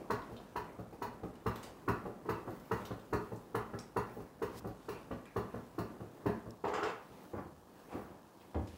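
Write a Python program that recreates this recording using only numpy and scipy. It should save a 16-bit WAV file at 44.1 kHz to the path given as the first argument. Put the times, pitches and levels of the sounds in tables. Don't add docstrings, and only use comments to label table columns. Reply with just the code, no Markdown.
import sys
import numpy as np
from scipy import signal
from scipy.fft import rfft, irfft, next_fast_len
from scipy.io import wavfile
from scipy.ndimage import uniform_filter1d

SR = 44100
rng = np.random.default_rng(int(sys.argv[2]) if len(sys.argv) > 2 else 0)


def boost(x):
    u = np.asarray(x, float) / 20
    return 10 ** u


def master_out(mix):
    frames = np.transpose(np.atleast_2d(mix))
    ceiling = np.clip(frames, -1, 1)
    pcm = np.round(ceiling * 32767).astype(np.int16)
    wavfile.write(sys.argv[1], SR, pcm)


N = 386757
SPAN = next_fast_len(SR * 3 // 8)

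# t/s, knock peak/dB, thump/dB, clank/dB, clank pitch f/Hz
DOWN = [(0.102, -31.5, -13, 4.5, 1074), (0.558, -37, -15.5, 6, 936), (1.019, -36.5, -16, 4.5, 950),
        (1.461, -31, -7, 1.5, 1060), (1.88, -28, -11, 2, 1140), (2.289, -31, -13, 2, 1050),
        (2.713, -29.5, -11.5, 2, 1083), (3.128, -28.5, -12, 0, 1116), (3.547, -31, -13.5, 2.5, 1106),
        (3.964, -29, -15.5, 1, 1080), (4.419, -31.5, -21, -2.5, 1115), (4.885, -36, -21.5, -2, 1110),
        (5.362, -29.5, -13.5, -3, 1060), (5.783, -30.5, -12.5, -6, 1085), (6.259, -26.5, -12, -7, 980)]
# t/s, knock peak/dB, thump/dB, clank/dB, clank pitch f/Hz
BACK = [(0.315, -46.5, -5, -20, 1010), (0.789, -39, -9, -11, 1150), (0.926, -45.5, -13, -7.5, 880),
        (1.234, -35.5, -12, -12, 1160), (2.055, -36, -13, -8, 1060), (2.255, -42, -21, -2.5, 930),
        (2.476, -35.5, -13.5, -6.5, 1120), (2.908, -36, -9, -5.5, 1160), (3.319, -37.5, -10, -10.5, 950),
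        (3.735, -36.5, -10.5, -5, 1290), (4.168, -40.5, -12.5, -20, 1290), (4.201, -46.5, -19, -5.5, 1090),
        (4.542, -49, -5, -4, 1020), (4.645, -36.5, -10.5, -9, 1170), (5.109, -34.5, -10.5, -5.5, 1080),
        (5.541, -34.5, -12.5, -7.5, 1110), (6.004, -39.5, -10, -11, 1240), (6.463, -42, -7, -9, 1010),
        (4.673, -42.5, -14, -11, 1100)]


def unit(x):
    return x / np.sqrt(np.mean(x ** 2) + 1e-20)


def peak(x):
    return x / np.max(np.abs(x))


def along(points, hz):
    f, v = np.transpose(points)
    return np.interp(np.log(hz + 1), np.log(f + 1), v)


def curves(rows):
    s, *cols = np.transpose(rows)
    return [np.interp(np.arange(N) / SR, s, c, -120, -120) for c in cols]


def coloured(x, spectrum):
    m = next_fast_len(len(x))
    gain = boost(along(spectrum, np.fft.rfftfreq(m, 1 / SR)))
    return irfft(rfft(x, m) * gain, m)[:len(x)]


def resonant(x, peaks):
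    f = np.fft.rfftfreq(len(x), 1 / SR)
    gain = 0
    for k, (c, w, db) in enumerate(peaks):
        sign = (-1) ** k
        gain = gain + sign * boost(db) * 1j * f * w / (c * c - f * f + 1j * f * w)
    return irfft(rfft(x) * gain, len(x))


def rush(spectrum, patchy_db, grain_db):
    z = signal.stft(rng.standard_normal(N + 512), nperseg=512)[2]
    field = uniform_filter1d(rng.standard_normal(z.shape), size=6, axis=0)
    field = uniform_filter1d(field, size=10, axis=1)
    x = signal.istft(z * boost(patchy_db * unit(field)), nperseg=512)[1][:N]
    grains = unit(uniform_filter1d(rng.standard_normal(N), size=90))
    return unit(coloured(x * boost(grain_db * grains), spectrum))


def swells(s, db, rise, fall):
    t, out = np.arange(0, N, 32) / SR, 0
    for s, db, rise, fall in np.broadcast(s, db, rise, fall):
        out = out + boost(db - 30 * np.where(t < s, (s - t) / rise, (t - s) / fall))
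    return np.interp(np.arange(N) / SR, t, out)


def shapes(modes, attack):
    t, (hz, db, t60) = np.arange(SPAN) / SR, np.transpose(modes)[:, :, None]
    return boost(db - 60 * t / t60) * np.sin(2 * np.pi * hz * t) * (1 - np.exp(-t / attack))


def ringing(rows):
    return peak(boost(rng.normal(0, 0.94, len(rows))) @ rows)


def add(track, s, sound):
    track[round(s * SR):][:len(sound)] += sound


def walls():
    # f/Hz, t60/s
    fading = [(80, 1), (250, 0.27), (600, 0.38), (1500, 0.48), (4000, 0.37), (10000, 0.21)]
    hz, t, z = signal.stft(rng.standard_normal(SPAN), SR, nperseg=256)
    tail = signal.istft(z * boost(-60 * t / along(fading, hz)[:, None]), SR, nperseg=256)[1]
    return np.pad(tail / np.linalg.norm(tail), (round(0.0054 * SR), 0))


def room(x, wet_db, known=0, share=0):
    tail = np.sqrt(share) * known + np.sqrt(1 - share) * walls()
    return x + boost(wet_db) * signal.fftconvolve(x, tail[:len(x)])[:len(x)]


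def pushes(column, contact):
    # delay t/s, level on lever/dB, level on casing/dB
    bounces = np.array([
        (0, 0, -16.5),
        (.0025, 0, -6.5),
        (.0048, -0.5, 2.5),
        (.011, -5.5, -9),
        (.02, -10, -9.5),
    ])
    count = len(bounces)
    delay = bounces[:, :1] * (1 + .07 * rng.standard_normal((count, 1))) + 3 * contact
    size = boost(bounces[:, [column]] + 1.3 * rng.standard_normal((count, 1)))
    head = np.arange(SPAN // 10) / SR
    push = np.sum(size * np.exp(-.5 * ((head - delay) / contact) ** 2), 0)
    return np.pad(push, (0, SPAN - len(head)))


def pedal(rows, lever, contact, settle, rattle_db, plate_db, ring_db, wet_db, lever_db, pins_db):
    # share of the clank pitch, width/Hz, level/dB
    clank_peaks = [(1.05, 230, 11.5), (0.78, 207, 9.5), (1.24, 300, 2)]
    # f/Hz, level/dB, t60/s
    thump_modes = [(42, -20.5, 0.85), (69.6, -2.5, 0.24), (112.8, 5, 0.24), (178.2, 0.5, 0.25),
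                   (228.4, -6, 0.43), (322, -21, 0.42)]
    # f/Hz, level/dB, t60/s
    steel_modes = [(980, -10, 0.3), (950, -1, 0.39), (1010, -16.5, 0.9), (1060, -0.5, 0.16),
                   (1152, -6, 0.2), (1298, 10, 0.089), (1353, -12.5, 0.88), (1612, -6, 0.2),
                   (1900, -30, 0.11), (2100, -8.5, 0.15)]
    # f/Hz, level/dB, t60/s
    lever_modes = [(415, 1, .085), (378, -12.5, .25), (439.3, -9, .2), (496, -9.5, 0.15), (613, -10, .12),
                   (747, -10, .12), (311, -16, .2)]
    # f/Hz, width/Hz, level/dB
    plate_peaks = [(1780, 140, -9.5), (1785, 330, 0), (2000, 145, -1.5), (2660, 224, -9)]
    # f/Hz, level/dB
    rattle_colour = [(1290, -25), (2200, -6), (2330, -3), (2660, -6.5), (3510, -11), (4280, -6.5),
                     (5800, -14), (6560, -13), (9270, -18), (9900, -11.5), (11000, -14.5), (14600, -11.5),
                     (15700, -4)]
    # f/Hz, width/Hz, level/dB
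    pin_peaks = [(2670, 310, -1), (3200, 200, -2), (4210, 300, -5), (4820, 120, -4), (5470, 130, -4.5),
                 (6110, 120, -9), (6510, 170, -8), (7040, 120, -9)]
    out, t = np.zeros(N + SPAN), np.arange(SPAN) / SR
    base, steel = shapes(thump_modes, attack=settle), shapes(steel_modes, attack=0.0068)
    bar = shapes(lever_modes, attack=.003)
    known = walls()
    late = np.clip(t - .005, 0, None)
    shake = boost(-60 * late / 0.081) * (1 - np.exp(-late / 0.003))
    for s, db, thump_db, clank_db, hz in rows:
        knock = -peak(resonant(pushes(column=1, contact=contact), lever))

        piston = pushes(column=2, contact=.22 * contact)
        casing = resonant(piston, [(share * hz, w, level) for share, w, level in clank_peaks])
        clank = peak(resonant(casing, [(hz, 900, 0)]))
        plate = peak(resonant(resonant(piston, plate_peaks), [(2000, 4800, 0)]))
        plate = np.roll(plate, round(.004 * SR))
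        clank = clank + boost(plate_db) * plate

        jolt = shake * rng.standard_normal(SPAN)
        detune = 1 + [.02, 0, 0] * rng.standard_normal((len(pin_peaks), 3))
        uneven_db = [0, 0, 2.2] * rng.standard_normal((len(pin_peaks), 3))
        pins = peak(resonant(jolt * shake, pin_peaks * detune + uneven_db))
        rattle = peak(coloured(jolt, rattle_colour)) + boost(pins_db) * pins

        rattle_gain = boost(rattle_db - 0.63 * s - db)
        bar_gain = boost(lever_db + .3 * s)
        dry = knock + boost(clank_db) * clank + rattle_gain * rattle
        ring = boost(thump_db + 7) * ringing(base)
        ring = ring + boost(clank_db + ring_db) * ringing(steel) + bar_gain * ringing(bar)
        add(out, s - .0025, boost(db + 2.0) * (room(dry, wet_db, known, share=.45) + ring))
    return out[:N]


def shoe():
    # t/s, level/dB, rise/s, fall/s (both for 30 dB), grit/dB
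    scrapes = [(6.643, -44, 0.0088, .33, -21), (6.685, -50, .05, .14, -5), (6.742, -49, .015, 0.33, -1),
               (6.785, -50, .1, .07, -13), (6.838, -47, 0.014, 0.23, -0.5), (6.9, -48.5, .15, 0.08, -10),
               (7.345, -56, .015, .3, -25), (7.394, -48, 0.1, 0.07, -24), (7.935, -49, 0.083, 0.11, -12.5),
               (7.97, -54.5, 0.11, .2, -25), (8.05, -62.5, 0.18, 1, -11)]
    # f/Hz, level/dB
    sole_colour = [(60, -42), (150, -12), (280, -8), (420, 0), (700, -0.5), (1000, -3.5), (1350, -8),
                   (1700, -15), (2500, -25), (4000, -50)]
    # f/Hz, level/dB
    grit_colour = [(1180, -34), (2000, -0.5), (2760, -1.5), (3830, -13), (5040, -11), (5800, -15),
                   (7110, -16), (9650, -34), (13000, -37)]
    sole = rush(sole_colour, patchy_db=0.5, grain_db=-0.5)
    grit = rush(grit_colour, patchy_db=2.5, grain_db=0.0)
    s, db, rise, fall, grit_db = np.transpose(scrapes)
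    rub = swells(s, db, rise, fall) * sole
    rub = rub + swells(s, db + grit_db, rise, fall / 1.83) * grit
    return room(boost(-.6) * rub, wet_db=-4.5)


def steps():
    # t/s, peak/dB, boom/dB, slap/dB
    landings = [(7.336, -32.5, -13, -10), (7.384, -36, -22, -3), (7.459, -40, -12, -16),
                (7.922, -41, -20, -8), (7.942, -32.5, -15.5, -16), (7.955, -33.5, -27, -14),
                (7.973, -35.5, -26, -16), (8.105, -44, -24, -14), (8.547, -33.5, -8, -1.5),
                (8.557, -29, -5, -9), (8.573, -33, -8, -12), (8.598, -36, -15, -8), (8.639, -43, -22, -11)]
    # f/Hz, width/Hz, level/dB
    tiles = [(174, 69, -2), (315, 80, 0.5), (422, 99, -7.5), (577, 140, -1)]
    # f/Hz, width/Hz, level/dB
    boom_peaks = [(61, 25, -7), (91, 40, 4.5), (116, 24, 1)]
    # f/Hz, width/Hz, level/dB
    slap_peaks = [(800, 280, 0), (1230, 310, -3.5), (1690, 630, -9.5)]
    out = np.zeros(N + SPAN)
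    for s, db, boom_db, slap_db in landings:
        knock = peak(resonant(pushes(column=1, contact=0.00039), tiles))
        boom = peak(resonant(pushes(column=1, contact=0.0016), boom_peaks))
        slap = peak(resonant(pushes(column=1, contact=.0001), slap_peaks))
        step = knock + boost(boom_db) * boom + boost(slap_db) * slap
        add(out, s - .002, boost(db - 1.5) * room(step, wet_db=-2.5))
    return out[:N]


def ticks():
    # t/s, peak/dB, pitch f/Hz, t60/s, width/Hz
    pings = [(.218, -55, 3400, .05, 1200), (0.365, -50.5, 3300, .05, 800), (1.63, -45, 2360, 0.11, 2000),
             (3.79, -41, 3800, .012, 4500), (3.791, -47, 5640, 0.043, 900), (3.8, -58, 2300, 0.11, 800),
             (3.8, -49, 8100, .012, 2000), (4.94, -55, 2540, .15, 300), (6.27, -46, 1680, .2, 150),
             (5.262, -53, 1500, .04, 600), (5.28, -57, 2200, .05, 500), (5.115, -53.5, 2580, 0.089, 700),
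             (5.135, -58, 4300, .03, 1500), (1.234, -57, 2780, .04, 1500), (8.546, -54, 2900, .05, 1500),
             (3.133, -51, 7000, .06, 2500), (3.553, -47, 10000, .06, 4000), (3.97, -51, 10000, .05, 1500),
             (6.652, -48, 3160, 0.033, 1500), (6.681, -57, 5000, .03, 6000), (6.736, -52, 7260, 0.13, 500),
             (6.832, -42, 4970, .03, 1400), (6.831, -41, 2730, 0.062, 600), (7.12, -62, 2350, 0.3, 1194),
             (7.184, -52, 700, .02, 400), (7.187, -58, 2500, .02, 1500), (7.135, -54, 850, .08, 200),
             (2.914, -54, 3800, .05, 900), (1.355, -57, 3000, .03, 2000), (6.752, -40, 1250, .12, 150),
             (6.795, -42, 1280, .08, 200), (6.784, -42, 620, .04, 200), (1.64, -52, 4800, .05, 600),
             (8.239, -67, 1640, 0.19, 150), (8.399, -60, 3250, 0.14, 1490), (8.41, -62, 2280, 0.17, 600)]
    # t/s, peak/dB, pitch f/Hz, t60/s, airy top/dB
    snaps = [(8.673, -54, 2900, .08, -30), (.107, -44.5, 4600, 0.12, -25), (1.558, -44, 2540, 0.053, -5),
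             (1.629, -48, 7500, 0.15, -9), (2.506, -54, 4000, .03, -1), (2.598, -55, 4000, 0.025, -2),
             (2.655, -58, 3000, .03, 1), (2.852, -44, 3470, 0.073, -5), (2.996, -54, 2600, .02, -12),
             (3.36, -58, 7000, 0.11, -3), (4.673, -54, 5240, 0.033, 2), (6.738, -48, 4000, .04, -18),
             (8.674, -57, 4440, .08, -12)]
    out, t = np.zeros(N + SPAN), np.arange(SPAN // 3) / SR
    rows = [(*row, -32) for row in pings]
    rows += [(*row[:4], 3300, row[4]) for row in snaps]
    for s, db, hz, t60, width, top_db in rows:
        burst = boost(-60 * t / np.clip(t60, .003, .3)) * rng.standard_normal(len(t))
        body = peak(resonant(resonant(burst, [(hz, width, 0)]), [(hz, 3 * width, 0)]))
        top = peak(resonant(resonant(burst, [(13000, 4400, 0)]), [(13000, 5000, 0)]))
        add(out, s, boost(db) * (body + boost(top_db) * top))
    return room(out[:N], wet_db=-1.0)


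def close():
    # t/s, peak/dB, pitch f/Hz, t60/s, width/Hz
    near = [(6.507, -46.5, 5460, .008, 1600), (6.507, -58, 11000, .005, 3000),
            (3.788, -45, 3600, .007, 1600), (3.789, -44, 5700, .025, 500), (4.577, -48, 9000, .006, 9000),
            (4.587, -45, 7000, .008, 6000), (5.255, -49, 1500, .015, 1000), (5.257, -55, 8500, .0074, 2500)]
    # t/s, level/dB, rise/s, fall/s (both for 30 dB)
    peels = [
        (4.596, -58.5, .14, .006),
        (4.58, -60, 0.046, .05),
    ]
    # f/Hz, level/dB
    peel_colour = [(1200, -30), (2500, -4), (3500, -4), (5200, 0), (7000, -5), (12000, -9), (15800, -6)]
    out, t = np.zeros(N + SPAN), np.arange(SPAN // 8) / SR
    for s, db, hz, t60, width in near:
        burst = boost(-60 * t / np.clip(t60, .003, .1)) * rng.standard_normal(len(t))
        add(out, s, boost(db) * peak(resonant(resonant(burst, [(hz, width, 0)]), [(hz, 3 * width, 0)])))
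    peeling = unit(coloured(rng.standard_normal(N), peel_colour))
    return out[:N] + swells(*np.transpose(peels)) * peeling


def stirring():
    # t/s, level/dB
    load = [(0, 2), (1.2, -1.5), (1.6, 2), (2.9, 0.5), (3.4, -1), (4.1, 0), (5.0, -1.5), (5.5, -0.2),
            (6.5, -3), (6.9, -32)]
    # t/s, rubbing/dB, rise and fall/s (for 30 dB), silky top/dB, weight on chair and floor/dB
    shifts = [(0.01, -65.5, .3, -14, 12.5), (4.5, -68, 0.1, -8, 4), (.39, -62, 0.96, -16, 2),
              (.78, -71, 0, -6, -6), (1.66, -57.5, 0.5, -10, -4), (2.1, -78, 0.6, -1, -12),
              (2.35, -61, 0.2, -20, -22), (2.56, -62, 0.2, -3, 2), (2.8, -54, 0.3, -13, -2),
              (3.25, -63.5, 1.2, -3, -11), (4.15, -63, 0.3, 1, -5), (4.55, -59, 0.1, -8, -5),
              (4.93, -57.5, 0.56, -22, -5), (5.59, -63.5, 1, -8, -6), (6.2, -67.5, 1, -4, 5),
              (6.81, -63, 0.5, -18, -3), (7.12, -70, .4, -10, 7), (7.25, -61, .5, -3, 5),
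              (7.79, -66.5, 0.46, -9, 4), (7.97, -59.5, 0.38, -2, 9), (8.43, -68.5, 0.4, -2, 7),
              (8.75, -56, .5, -19, -4)]
    # f/Hz, level/dB
    creak_colour = [(80, -17), (200, 2), (400, -0.5), (800, -6.5), (1200, -11.5), (2300, -21),
                    (4000, -39.5)]
    rocking_colour = [(18, -22), (45, -3), (75, -9.5), (115, -3), (170, -8), (300, -47.5)]
    cloth_colour = [(1500, -6.5), (3000, 1), (6000, -5), (10000, -10.5), (13000, -15)]
    silk_colour = [(8000, -17), (11000, -8.5), (14500, -8), (16000, 3.5)]
    s, db, length, silk_db, weight_db = np.transpose(shifts)
    lift = swells(np.transpose(DOWN)[0] + 0.13, 0, rise=0.51, fall=.5)
    strain = boost(curves(load + [(9, -60)])[0]) * lift
    weight = swells(s, db + weight_db, length, length)
    hit_s, hit_db = np.transpose(DOWN + BACK)[:2]
    jolt = swells(hit_s + .02, hit_db - 20, rise=.06, fall=.16)

    creak_gain = boost(-54.5) * strain + boost(-1.9) * weight
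    rocking_gain = boost(-63.5) * strain ** 1.1 + boost(-13) * weight + jolt
    cloth_gain = boost(-11.5) * swells(s, db, length, length) + boost(-91)
    silk_gain = boost(-0.5) * swells(s, db + silk_db, length, length) + boost(-81)
    creak = creak_gain * rush(creak_colour, patchy_db=2.1, grain_db=1.2)
    rocking = rocking_gain * rush(rocking_colour, patchy_db=1, grain_db=1.2)
    cloth = cloth_gain * rush(cloth_colour, patchy_db=2.3, grain_db=1.2)
    silk = silk_gain * rush(silk_colour, patchy_db=2.3, grain_db=1.2)
    return creak + rocking + cloth + silk


def ventilation():
    # f/Hz, level/dB
    air_colour = [(25, -22), (100, -10), (334, -6), (363, -7.5), (454, -14), (494, -5), (537, -13),
                  (1050, -13), (1510, -25), (1680, -20), (2290, -48), (2490, -31.5), (5000, -32.5),
                  (15700, -37.5)]
    return boost(-61) * rush(air_colour, patchy_db=0.0, grain_db=2)


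def scene():
    # f/Hz, width/Hz, level/dB
    knock = [(221.4, 158, -3.5), (415, 65, -0.5), (500, 30, -12), (308.5, 139, -1), (627, 138, -1.5),
             (770, 110, 0.5)]
    # f/Hz, width/Hz, level/dB
    rebound = [(220, 90, 1), (320, 110, -1), (410, 70, -2), (545, 110, 1), (640, 110, -1), (790, 90, -6),
               (1440, 60, -9)]
    # t/s, knock peak/dB, thump/dB, clank/dB, clank pitch f/Hz
    clatter = [(6.641, -31, -22, 0.5, 880), (6.651, -36, -28, 0, 900), (6.671, -37, -28, -2, 1000),
               (6.681, -39, -28, -2, 800), (6.709, -43, -28, -4, 900), (6.735, -36, -28, 4.5, 1250),
               (6.751, -43, -28, 9, 1290), (6.782, -39, -28, 0, 800), (6.794, -42, -28, 6, 1280),
               (6.827, -31.5, -28, 1.5, 1340), (6.846, -41, -28, 5, 1150), (6.857, -42, -28, 6, 1100),
               (6.9, -43, -28, 4, 1250)]
    strokes = pedal(DOWN, knock, contact=0.00038, settle=.013, rattle_db=-41, plate_db=-11,
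                    ring_db=-12, wet_db=0.8, lever_db=-11.5, pins_db=-9.5)
    returns = pedal(BACK, rebound, contact=0.00027, settle=.005, rattle_db=-58, plate_db=-11.5,
                    ring_db=-18, wet_db=0.3, lever_db=-23, pins_db=-18)
    freed = pedal(clatter, knock[1:], contact=0.00028, settle=.005, rattle_db=-58, plate_db=-12,
                  ring_db=-20, wet_db=-1, lever_db=-30, pins_db=-18)
    chair = strokes + returns + freed
    return (chair + shoe() + steps() + ticks() + close() + stirring() + ventilation())[None]


def band_limit(x):
    return signal.sosfilt(signal.butter(12, 15830, fs=SR, output="sos"), x)


def record(dry):
    band = [(10, -30), (30, -8), (60, 0), (15760, 0), (15860, -60)]  # f/Hz, level/dB
    mix = np.array([coloured(dry[0], band)])
    return band_limit(mix)


dry = scene()
out = record(dry)
master_out(out)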